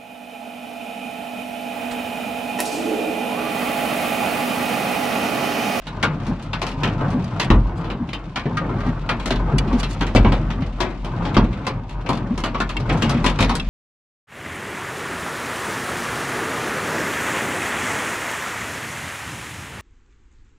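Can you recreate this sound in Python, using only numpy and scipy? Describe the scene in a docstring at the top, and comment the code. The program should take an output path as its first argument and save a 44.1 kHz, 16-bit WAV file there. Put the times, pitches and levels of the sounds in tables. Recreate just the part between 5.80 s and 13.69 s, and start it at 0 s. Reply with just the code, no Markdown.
"""Hailstones crack on the glass and sheet metal of a standing car, heard from the front seats.
Each impact excites the bending modes of a panel, which die away in the padded cabin; heavy stones
also boom the roof. Small stones and heavy rain patter between them. The wipers, at full speed, rub
by stick-slip friction, swish and flip. Blades or heavy stones now and then thud dully in the body,
and the idling engine drones underneath."""
import sys
import numpy as np
from scipy import signal
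from scipy.fft import rfft, irfft
from scipy.io import wavfile

SR = 44100
rng = np.random.default_rng(int(sys.argv[2]) if len(sys.argv) > 2 else 0)


def pcm_store(signal):
    """Save signal as 16-bit PCM."""
    levels = np.round(np.clip(np.atleast_2d(signal), -1, 1) * 32767)
    wavfile.write(sys.argv[1], SR, levels.astype(np.int16).T)


N = 347949

# Damping of panels and cabin. Each row: frequency in Hz, base time to fall 60 dB in seconds.
CABIN_T60 = [(110, 0.872), (320, 0.248), (1500, 0.199), (3100, 0.1093), (6200, 0.0714), (12500, 0.0636)]
# How unlike left and right are. Each row: frequency in Hz, side minus mid in dB.
WIDTH = [(125, -46.5), (360, -16), (1450, -8.5), (5700, -2), (11500, -1)]
# Course of the engine drone. Each row: time in seconds, relative level in dB.
DRONE_LEVEL = [(0.0, -40), (0.63, -35.5), (2.61, -36.5), (3.68, -24), (6.41, -33.5), (7.88, -23)]
# Strength of the downpour. 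Each row: time in seconds, relative level in dB.
RAIN_LEVEL = [(0.0, -50.5), (1.07, -47), (1.6, -45), (1.8, -55.5), (4.48, -45), (4.78, -48.5), (5.4, -47.5),
              (6.01, -55.5), (7.57, -40.5), (7.88, -44)]
# Spectra of rain, rubber, swept water and an average stone. Each row: frequency in Hz, relative dB.
RAIN_COLOUR = [(59, -3), (100, 16), (337, -9), (434, -16.5), (660, -5.5), (831, -20.5), (1020, -14),
               (1660, -28), (2470, -28.5), (3840, -36.5), (8520, -54), (15000, -90)]
RUB_COLOUR = [(44, -24.5), (85, 1), (140, 5.5), (195, -1.5), (345, -7.5), (470, -18), (1100, -27),
              (3000, -45.5), (14000, -87.5)]
SWISH_COLOUR = [(100, -9), (300, 0), (1200, -3.5), (1800, -14.5), (14000, -68)]
STONE_COLOUR = [(160.0, 20), (250.0, 17.5), (400.0, 9.5), (640.0, 7), (1020.0, 8), (1610.0, 3.5),
                (2560.0, 3), (4060.0, -0.5), (6450.0, -11), (10240.0, -22), (12900.0, -32.5), (15500, -45)]
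# Wiper strokes. Each row: time of the turn in seconds, hoot level in dB, hoot pitch in Hz,
# flop level in dB, relative rubbing level in dB.
STROKES = [(.499, -20, 246.3, -9.5, 0), (1.362, -14, 250.2, -10.5, 6), (2.224, -19.5, 241.3, -22.5, -1.5),
           (3.086, -15.5, 243.7, -20.5, 3.5), (3.95, -11, 244.6, -21.5, 4.5),
           (4.802, -19.5, 250.3, -11, -.5), (5.66, -30, 243.3, -24, 3), (6.52, -15, 237.8, -17, -1),
           (7.37, -13, 240.5, -12, 5.5)]
# Course of one stroke. Each row: time from the turn in seconds, relative rubbing level in dB.
SWEEP = [(-.44, -11), (-.35, -1.5), (-.25, 1), (-.13, 2), (-.04, -1), (.03, -2), (.1, -7), (0.199, -5),
         (.41, -12)]
# Chatter of the two blades. Each row: centre pitch in Hz, level in dB.
CHATTER = [(132, -34.5), (290, -42)]
# Low, dull thuds in the car body, from wiper blades or heavy stones on the roof.
# Each row: start in seconds, level in dB, pitch in Hz.
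THUDS = [(2.656, -12, 144.9), (3.505, -14, 239), (3.736, -9.5, 132.7), (4.458, -8, 85), (7.608, -11, 105)]
# Modes of roof and cabin air. Each row: frequency in Hz, relative dB, time to fall 60 dB in seconds.
ROOF_MODES = [(44.74, 11, 1), (57.14, 3, 0.94), (71.86, -4.5, 1), (86.63, 4, 0.486), (109.8, 9, 0.36),
              (123.58, -2.5, 1)]
# Distinct modes of stiff parts, by spot. Each row: multiple of the ring pitch, relative level in dB.
CLEAR_MODES = {"fender": [(1, 0), (1.13, -2.5), (1.3, -4), (1.52, -5)], "rear roof": [(.34, -9.5),
               (.373, -5), (.59, -6.5), (.675, -5.5), (1, 0.5), (1.065, -3)], "trim": [(1, -1.5),
               (1.24, -1), (1.44, -2.5), (1.97, -2.5), (3.52, 1)]}
# Spots where stones land. Each row: knock in dB, ring length as a factor, crack in dB, contact time
# in seconds, low cutoff of radiation in Hz. A negative contact time puts the crack late in the tail.
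SPOTS = {"hood": (-8, 1.31, -7, .0026, 174), "fender": (-2.5, 1.3, -6, -0.04, 750),
         "roof": (-14, 1.4031, -7, .0026, 175.5), "rear roof": (-12, 1.9557, -6.5, .0026, 233),
         "mid roof": (-15, 1.3871, -2, .0012, 150), "windshield": (-19, 1.45, -5.5, .0028, 174.5),
         "side window": (-11, 1.4, -3, .0022, 174.5), "rear window": (-13, 1.93, -8.5, -0.03, 178.5),
         "trim": (-7, .65, 5, -0.01, 1400)}
# Big hailstones. Each row: start in seconds, level in dB, treble tick in dB, bass thump in dB,
# ring pitch in Hz, spot struck.
STONES = [(.068, 1.5, -1.5, -8, 1387, "roof"), (.227, 10.5, 4, -6.5, 2301, "side window"),
          (.233, 14, -9.5, -1.5, 1396, "hood"), (.466, -4, 4, 3.5, 4483, "windshield"),
          (.624, -11.5, 11, -1.5, 4220, "windshield"), (.731, 10, -9.5, -5, 1202, "roof"),
          (.816, 9.5, 0.5, 4, 1197, "windshield"), (.865, 6.5, 2, -3, 961, "windshield"),
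          (.914, -5, 2, -1.5, 2703, "side window"), (1.033, 14.5, -5, -2.5, 2561, "windshield"),
          (1.303, -8.5, 8.5, -5, 3074, "windshield"), (1.442, -9, 10.5, -0.5, 4806, "trim"),
          (1.597, 16, -1, -5, 989.6, "windshield"), (1.645, -4.5, 15, -0.5, 2376, "trim"),
          (1.702, 14.5, -9, 11, 1103, "mid roof"), (2.042, -4, -6, 2, 3000, "windshield"),
          (2.1, 4, -10, -1.5, 1339, "roof"), (2.289, -5, -2.5, 4, 2613, "side window"),
          (2.331, 6, -3.5, -6.5, 3234, "side window"), (2.558, 11, -7.5, -5, 1381, "roof"),
          (2.655, -3.5, -15, 16.5, 2047, "hood"), (2.77, 9, -4, -6, 1228, "fender"),
          (3.29, 15.5, -10, -4, 1372, "roof"), (3.397, 0, -1, 3.5, 4516, "windshield"),
          (3.457, 7, 6.5, 4.5, 1196, "windshield"), (3.505, 11.5, -2, 2, 3008, "side window"),
          (3.783, 11, 13, 2, 2358, "trim"), (3.875, -2.5, -4.5, -3, 2602, "rear window"),
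          (3.927, 0.5, -2, 3, 4507, "windshield"), (4.03, 7.5, 0.5, -1.5, 3539, "side window"),
          (4.208, 11, -6, 2, 1680, "roof"), (4.265, 2.5, 0.5, 5.5, 2494, "rear window"),
          (4.349, 8, 3, 15, 617.7, "mid roof"), (4.359, 14.5, -4, 3.5, 2552, "side window"),
          (4.446, 10.5, -22, 9, 1026, "roof"), (4.52, 9, -7, 7, 640, "roof"),
          (4.702, 4.5, -8.5, -3, 1091, "windshield"), (4.82, -3.5, -9.5, 5.5, 2598, "side window"),
          (5.003, 15, -4, -.5, 981.2, "rear roof"), (5.245, -1.5, 0, 4, 4520, "windshield"),
          (5.451, 5.5, -9, 1.5, 839.8, "rear roof"), (5.543, 7.5, -5.5, 3.5, 2600, "rear window"),
          (5.567, 14, -7, 8.5, 1003, "mid roof"), (5.866, 10.5, -2, 2, 997.5, "roof"),
          (6.093, -6, -0.5, -2.5, 4173, "windshield"), (6.261, 0, -7.5, 4, 2305, "side window"),
          (6.289, 7.5, 1.5, 7, 981.4, "hood"), (6.329, 1, 1, 3.5, 4510, "windshield"),
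          (6.576, 2, 6, 3, 991.3, "roof"), (6.637, 10.5, -1, 3.5, 1400, "roof"),
          (6.745, 5.5, -16, 3, 1119, "hood"), (6.801, 10, -2, -0.5, 1449, "hood"),
          (6.891, 5, 0, -3, 1221, "roof"), (6.967, 10, -4, 2.5, 2194, "trim"),
          (7.0, -3, -1, 0, 4884, "side window"), (7.093, 13.5, -10.5, 3.5, 2302, "rear window"),
          (7.124, -3, 8.5, 1.5, 1495, "rear window"), (7.173, -5.5, 6, -0.5, 1196, "windshield"),
          (7.221, 12, 1.5, 4.5, 3006, "side window"), (7.293, 8, 7, -4, 1227, "roof"),
          (7.442, 10.5, 1, 2, 1150, "hood"), (7.461, 14.5, 3.5, 0.5, 2782, "side window"),
          (7.588, 13.5, -4.5, -0.5, 1199, "roof"), (7.604, 13, 3.5, 5, 2410, "roof"),
          (7.624, 13.5, 1, -8.5, 2555, "side window"), (7.693, 10, -0.5, -1, 1001, "hood"),
          (7.752, 4.5, 14, -3, 1504, "mid roof"), (7.797, 8, 0, 4, 2696, "trim")]

SIZE, TOP_HZ = 16384, 15600  # samples in one impulse response; upper band limit
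TIME, AGE = np.arange(N) / SR, np.arange(SIZE) / SR  # seconds into the scene; into one response
HZ = np.maximum(np.arange(SIZE // 2 + 1) * SR / SIZE, 1)
OCTAVES_HZ = np.geomspace(100, 12800, 8)
OCTAVE_SHARES = [np.interp(np.log(HZ), np.log(OCTAVES_HZ), row) for row in np.eye(len(OCTAVES_HZ))]


def undb(db):
    """Decibels to amplitude ratio."""
    return 10 ** (np.asarray(db) / 20)


def unit(x):
    """Scale to rms 1."""
    return x / np.sqrt(np.mean(x ** 2))


def along(table, hz=HZ):
    """Read (Hz, value) points on a log-frequency axis."""
    f, value = np.transpose(table)
    return np.interp(np.log(hz), np.log(f), value)


def waver(hz, kind="low", shape=N):
    """Band-limited noise: a smooth random wander of rms 1."""
    return unit(signal.sosfilt(signal.butter(2, hz, kind, fs=SR, output="sos"), rng.standard_normal(shape)))


def causal(db):
    """Minimum phase: the spectrum with these levels whose energy comes as early as it can."""
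    cepstrum = irfft(np.log(undb(db)))
    cepstrum[1:SIZE // 2] *= 2
    cepstrum[SIZE // 2 + 1:] = 0
    return np.exp(rfft(cepstrum))


def stereo(pair, colour):
    """Coherence falls with frequency: mid and side become left and right, lows alike, highs apart."""
    mid, side = rfft(pair) * colour
    width = undb(along(WIDTH))
    return irfft(np.array([mid + width * side, mid - width * side]) / np.sqrt(1 + width ** 2))


def add(out, s, sound):
    """Superposition: mix a sound in at s seconds, fading its last quarter."""
    start = max(int(s * SR), 0)
    part = out[:, start:start + SIZE]
    ending = np.minimum(1, 4 * (1 - AGE / AGE[-1]))
    part += (sound * ending)[..., :part.shape[1]]


def drive(force, response):
    """Convolution: a force excites a stereo impulse response."""
    return signal.fftconvolve(force[None], response, axes=1)[:, :N]


def panel(length, crack_db, spread_s, contact_s):
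    """Dispersion: a crack plus bending waves whose lows come later and stay longer, as mid and side."""
    noise = rfft(rng.standard_normal((2, SIZE)))
    ring = 0
    for hz, share in zip(OCTAVES_HZ, OCTAVE_SHARES):
        rise = 1 - np.exp(-AGE / (spread_s * length * np.sqrt(800 / hz)))
        envelope = rise * np.exp(-np.log(1000) * AGE / (along(CABIN_T60, hz) * length))
        ring = ring + irfft(noise * share) * envelope / np.linalg.norm(envelope)
    contact = AGE * np.exp(-AGE / contact_s)
    crack = rng.standard_normal((2, SIZE)) * contact / np.linalg.norm(contact)
    direct = undb(crack_db)
    return (ring + direct * crack) / np.sqrt(1 + direct ** 2)


def engine(firing_hz=43.04, gain_db=1.74):
    """Resonance: the idle's firing rate sits on the cabin's lowest air mode, amid an uneven rumble."""
    phase = 2 * np.pi * np.cumsum(firing_hz * (1 + 0.01175 * waver(1.494))) / SR
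    rumble = waver([41.5, 51], "band")
    half_order = .1 * np.sin(phase / 2)
    drone = np.sin(phase) + half_order + undb(-6) * rumble
    return unit(drone) * undb(gain_db + np.interp(TIME, *np.transpose(DRONE_LEVEL)))


def rain(parts=11, drops_per_part_s=25, body_db=7.3, treble_db=-1.3):
    """Shot noise: drops of uneven size and a fine spray drive parts of the body, from dull to bright."""
    colour_db = along(RAIN_COLOUR) - 10 * np.log10(1 + (230 / HZ) ** 4)
    patter = 0
    for brightness in np.linspace(-1, 1, parts):
        falls = rng.random(N) < drops_per_part_s / SR
        sizes = undb(5.4 * np.minimum(rng.exponential(size=N), 3))
        spray = 0.036 * rng.standard_normal(N)
        tilt_db = 0.76 * brightness * np.log2(HZ / 1000)
        response = panel(0.965, crack_db=-5.5, spread_s=0.0048, contact_s=0.00197)
        patter = patter + drive(falls * sizes + spray, stereo(response, causal(colour_db + tilt_db)))
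    treble = signal.sosfiltfilt(signal.butter(2, 2100, "high", fs=SR, output="sos"), patter)
    body = patter - treble
    strength = undb(np.interp(TIME, *np.transpose(RAIN_LEVEL)))
    return strength * (unit(body) * undb(body_db) + unit(treble) * undb(treble_db))


def blade_pressure():
    """Friction envelope: every stroke follows the same sweep, each with its own grip."""
    offset, sweep_db = np.transpose(SWEEP)
    return sum(np.interp(TIME - s, offset, undb(db + sweep_db), left=0, right=0) for s, *_, db in STROKES)


def across_glass(force, colour, length, crack_db, spread_s, zones=5, period_s=.8587):
    """A moving source: the blades carry a force over zones of the windshield that each ring differently."""
    position = (zones - 1) * (1 + np.cos(2 * np.pi * (TIME - STROKES[0][0]) / period_s)) / 2
    out, tone = 0, causal(along(colour))
    for zone in range(zones):
        share = np.sqrt(np.maximum(1 - np.abs(position - zone), 0))
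        response = panel(length, crack_db, spread_s, contact_s=0.00152)
        out = out + drive(force * share, stereo(response, tone))
    return unit(out)


def wiper_swish(uneven_db=2.5, drops_per_s=900):
    """Modulated shot noise: the blades push an uneven film of water and burst the drops ahead of them."""
    bursts = (rng.random(N) < drops_per_s / SR) * rng.standard_normal(N)
    force = bursts * blade_pressure() * undb(uneven_db * waver(17.5))
    return across_glass(force, SWISH_COLOUR, length=0.738, crack_db=-2.0, spread_s=.0019) * undb(-34.5)


def wiper_rub(judder_db=2.0, slips_per_s=900):
    """Stick-slip friction: rubber judders over the wet glass and shakes the windshield."""
    slips = (rng.random(N) < slips_per_s / SR) * rng.standard_normal(N)
    force = slips * blade_pressure() * undb(judder_db * waver(25))
    return across_glass(force, RUB_COLOUR, length=0.552, crack_db=-14, spread_s=.0006) * undb(-27.5)


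def wiper_chatter(drift_octaves=.2, rough=0.07004, catch_db=8):
    """Frictional self-oscillation: each blade catches now and then in a low groan of drifting pitch."""
    out = 0
    for hz, db in CHATTER:
        pitch = hz * 2 ** (drift_octaves * waver(5)) * (1 + rough * waver(70.1))
        grip = blade_pressure() * undb(catch_db * np.tanh(waver(11.8)))
        out = out + unit(grip * np.sin(2 * np.pi * np.cumsum(pitch) / SR)) * undb(db)
    return out


def wiper_flips(half_s=.036, sag_per_s=0.805, rough=0.253, flop_hz=165, flop_after_s=.021):
    """Stick-slip at the turn: the blade gives a short, uneven, sinking hoot, then flops over softly."""
    out = np.zeros((2, N))
    flop = np.sin(2 * np.pi * flop_hz * AGE) * np.exp(-AGE / 0.0086) * (1 - np.exp(-AGE / .0012))
    for s, hoot_db, hoot_hz, flop_db, _ in STROKES:
        grip, slip = waver(70, shape=(2, SIZE))
        swell = np.sin(np.pi / 2 * np.minimum(AGE / half_s, 2)) ** 2 * (1 + rough * grip)
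        pitch = hoot_hz * (1 - sag_per_s * (AGE - half_s) + 0.0504 * slip)
        phase = 2 * np.pi * np.cumsum(pitch) / SR
        hoot = swell * (np.sin(phase) + undb(-25) * np.sin(2 * phase))
        add(out, s - half_s, hoot * undb(hoot_db))
        add(out, s + flop_after_s, flop * undb(flop_db))
    return out


def low_thuds(fade_s=0.0218):
    """Damped modes: low, dull thuds in the car body, from wiper blades or heavy stones on the roof."""
    out = np.zeros((2, N))
    multiple = np.array([[1], [1.6], [2.9]])
    rise = 1 - np.exp(-AGE / 0.0026)
    for s, db, hz in THUDS:
        modes = np.sin(2 * np.pi * hz * multiple * AGE) * np.exp(-AGE / fade_s) / multiple
        add(out, s, modes.sum(0) * rise * undb(db))
    return out


def roof_boom():
    """The lowest normal modes of the roof; each impact weights and detunes them its own way."""
    hz, db, t60 = np.transpose(ROOF_MODES)[:, :, None]
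    weight, detune = rng.standard_normal((2, len(ROOF_MODES), 1))
    tones = np.sin(2 * np.pi * hz * (1 + 0.015 * detune) * AGE)
    modes = undb(db + 2 * weight) * tones * np.exp(-np.log(1000) * AGE / t60)
    return modes.sum(0) * (1 - np.exp(-AGE / 0.0093)) * np.cos(np.pi / 2 * AGE / AGE[-1])


def knock(ring_hz, length, spot, spread_octaves=.38, base_t60_s=0.1262, rise_s=.0035):
    """Modal ringing as mid and side: distinct modes or a close cluster; high ones die sooner."""
    if spot in CLEAR_MODES:
        multiple, db = np.transpose(CLEAR_MODES[spot])[:, :, None]
        hz, strength = ring_hz * multiple, undb(db)
    else:
        place = np.linspace(-1, 1, 9)[:, None]
        hz = ring_hz * 2 ** (spread_octaves * (place + 0.0998 * rng.standard_normal(place.shape)))
        strength = np.exp(-.7 * np.abs(place))
    t60 = base_t60_s * length * np.sqrt(800 / hz)
    modes = strength * np.exp((2j * np.pi * hz - np.log(1000) / t60) * AGE)
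    phases = np.exp(2j * np.pi * rng.random((2, len(hz))))
    note = (phases @ modes).imag * (1 - np.exp(-AGE / rise_s))
    return note / np.linalg.norm(note, axis=1, keepdims=True)


def point_of_impact(spread_db=1.8):
    """Mode coupling: the point struck favours some modes and misses others, giving bumps and dips in dB."""
    hz = np.geomspace(500, TOP_HZ, 34)
    return along(np.c_[hz, spread_db * rng.standard_normal(len(hz))])


def fragments(contact_s, brittle, size=.3, count=4):
    """Comb filtering: pieces of the broken ice strike again and roughen the upper spectrum of the blow."""
    delay = 4 * contact_s * (.3 + rng.exponential(size=(count, 1)))
    pieces = size * rng.choice([-1, 1], (count, 1)) * np.exp(-2j * np.pi * HZ * delay)
    return (1 + brittle * pieces.sum(0)) / np.sqrt(1 + count * (size * brittle) ** 2)


def stone(db, tick_db, thump_db, ring_hz, spot):
    """Impact excitation: a stone rings the spot that it hits; the harder the ice, the brighter its tick."""
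    knock_db, length, crack_db, contact_s, lowest_hz = SPOTS[spot]
    lows = np.clip(np.log2(2000 / HZ) / 2.5, 0, 1)
    highs = np.clip(np.log2(HZ / 3000) / 1.5, 0, 1)
    radiation_loss_db = 10 * np.log10(1 + (lowest_hz / HZ) ** 4)
    colour_db = along(STONE_COLOUR) - radiation_loss_db + point_of_impact()
    tone = causal(colour_db + thump_db * lows + tick_db * highs)
    body = panel(length, crack_db, spread_s=0.00203, contact_s=contact_s)
    body += undb(knock_db) * knock(ring_hz, length, spot)
    blow = stereo(body, tone * fragments(contact_s, brittle=1 - lows))
    pan_db = 1.74 + 1.3 * rng.standard_normal()  # left minus right
    blow *= undb(db + np.array([[pan_db], [-pan_db]]) / 2)
    if "roof" not in spot:
        return blow
    weight_db = db + thump_db
    flex = 1 / (1 + undb(2 * (18.5 - weight_db)))  # only heavy stones flex the whole roof
    return blow + roof_boom() * flex * undb(weight_db - 41)


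def pellets(per_s=5, mean_db=-14, spread_db=3.5, centre_hz=2200):
    """Random impacts: small stones tick on the windshield, each ringing it at its own pitch."""
    out = np.zeros((2, N))
    for when, size, place in rng.random((int(per_s * N / SR), 3)):
        db = mean_db + spread_db * (2 * size - 1)
        ring_hz = centre_hz * 2 ** (2 * place - 1)
        add(out, when * N / SR, stone(db, tick_db=-3, thump_db=-3, ring_hz=ring_hz, spot="windshield"))
    return out


def hail():
    """Impacts of the big stones: soft, heavy blows thump and hard ones tick."""
    out = np.zeros((2, N))
    for s, *blow in STONES:
        add(out, s, stone(*blow))
    return out


def scene():
    """Superposition: hail over rain, wipers, thuds and engine, which lean a little to the left."""
    lean_db = 1.0
    steady = rain() + wiper_rub() + wiper_chatter() + wiper_flips() + low_thuds()
    steady = steady + engine() + wiper_swish()
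    return hail() + pellets() + steady * undb(np.array([[lean_db], [-lean_db]]) / 2)


def record(dry, lag_samples=1.51):
    """A path difference delays the left microphone; the loudest peaks saturate and the top is cut off."""
    delay = np.exp(-1j * np.pi * np.arange(N + 1) / N * lag_samples)
    left = irfft(rfft(dry[0], 2 * N) * delay)[:N]
    lowpass = signal.ellip(8, .2, 70, TOP_HZ, fs=SR, output="sos")
    return signal.sosfilt(lowpass, np.clip([left, dry[1]], -1, 1))


dry = scene()
out = record(dry)
pcm_store(out)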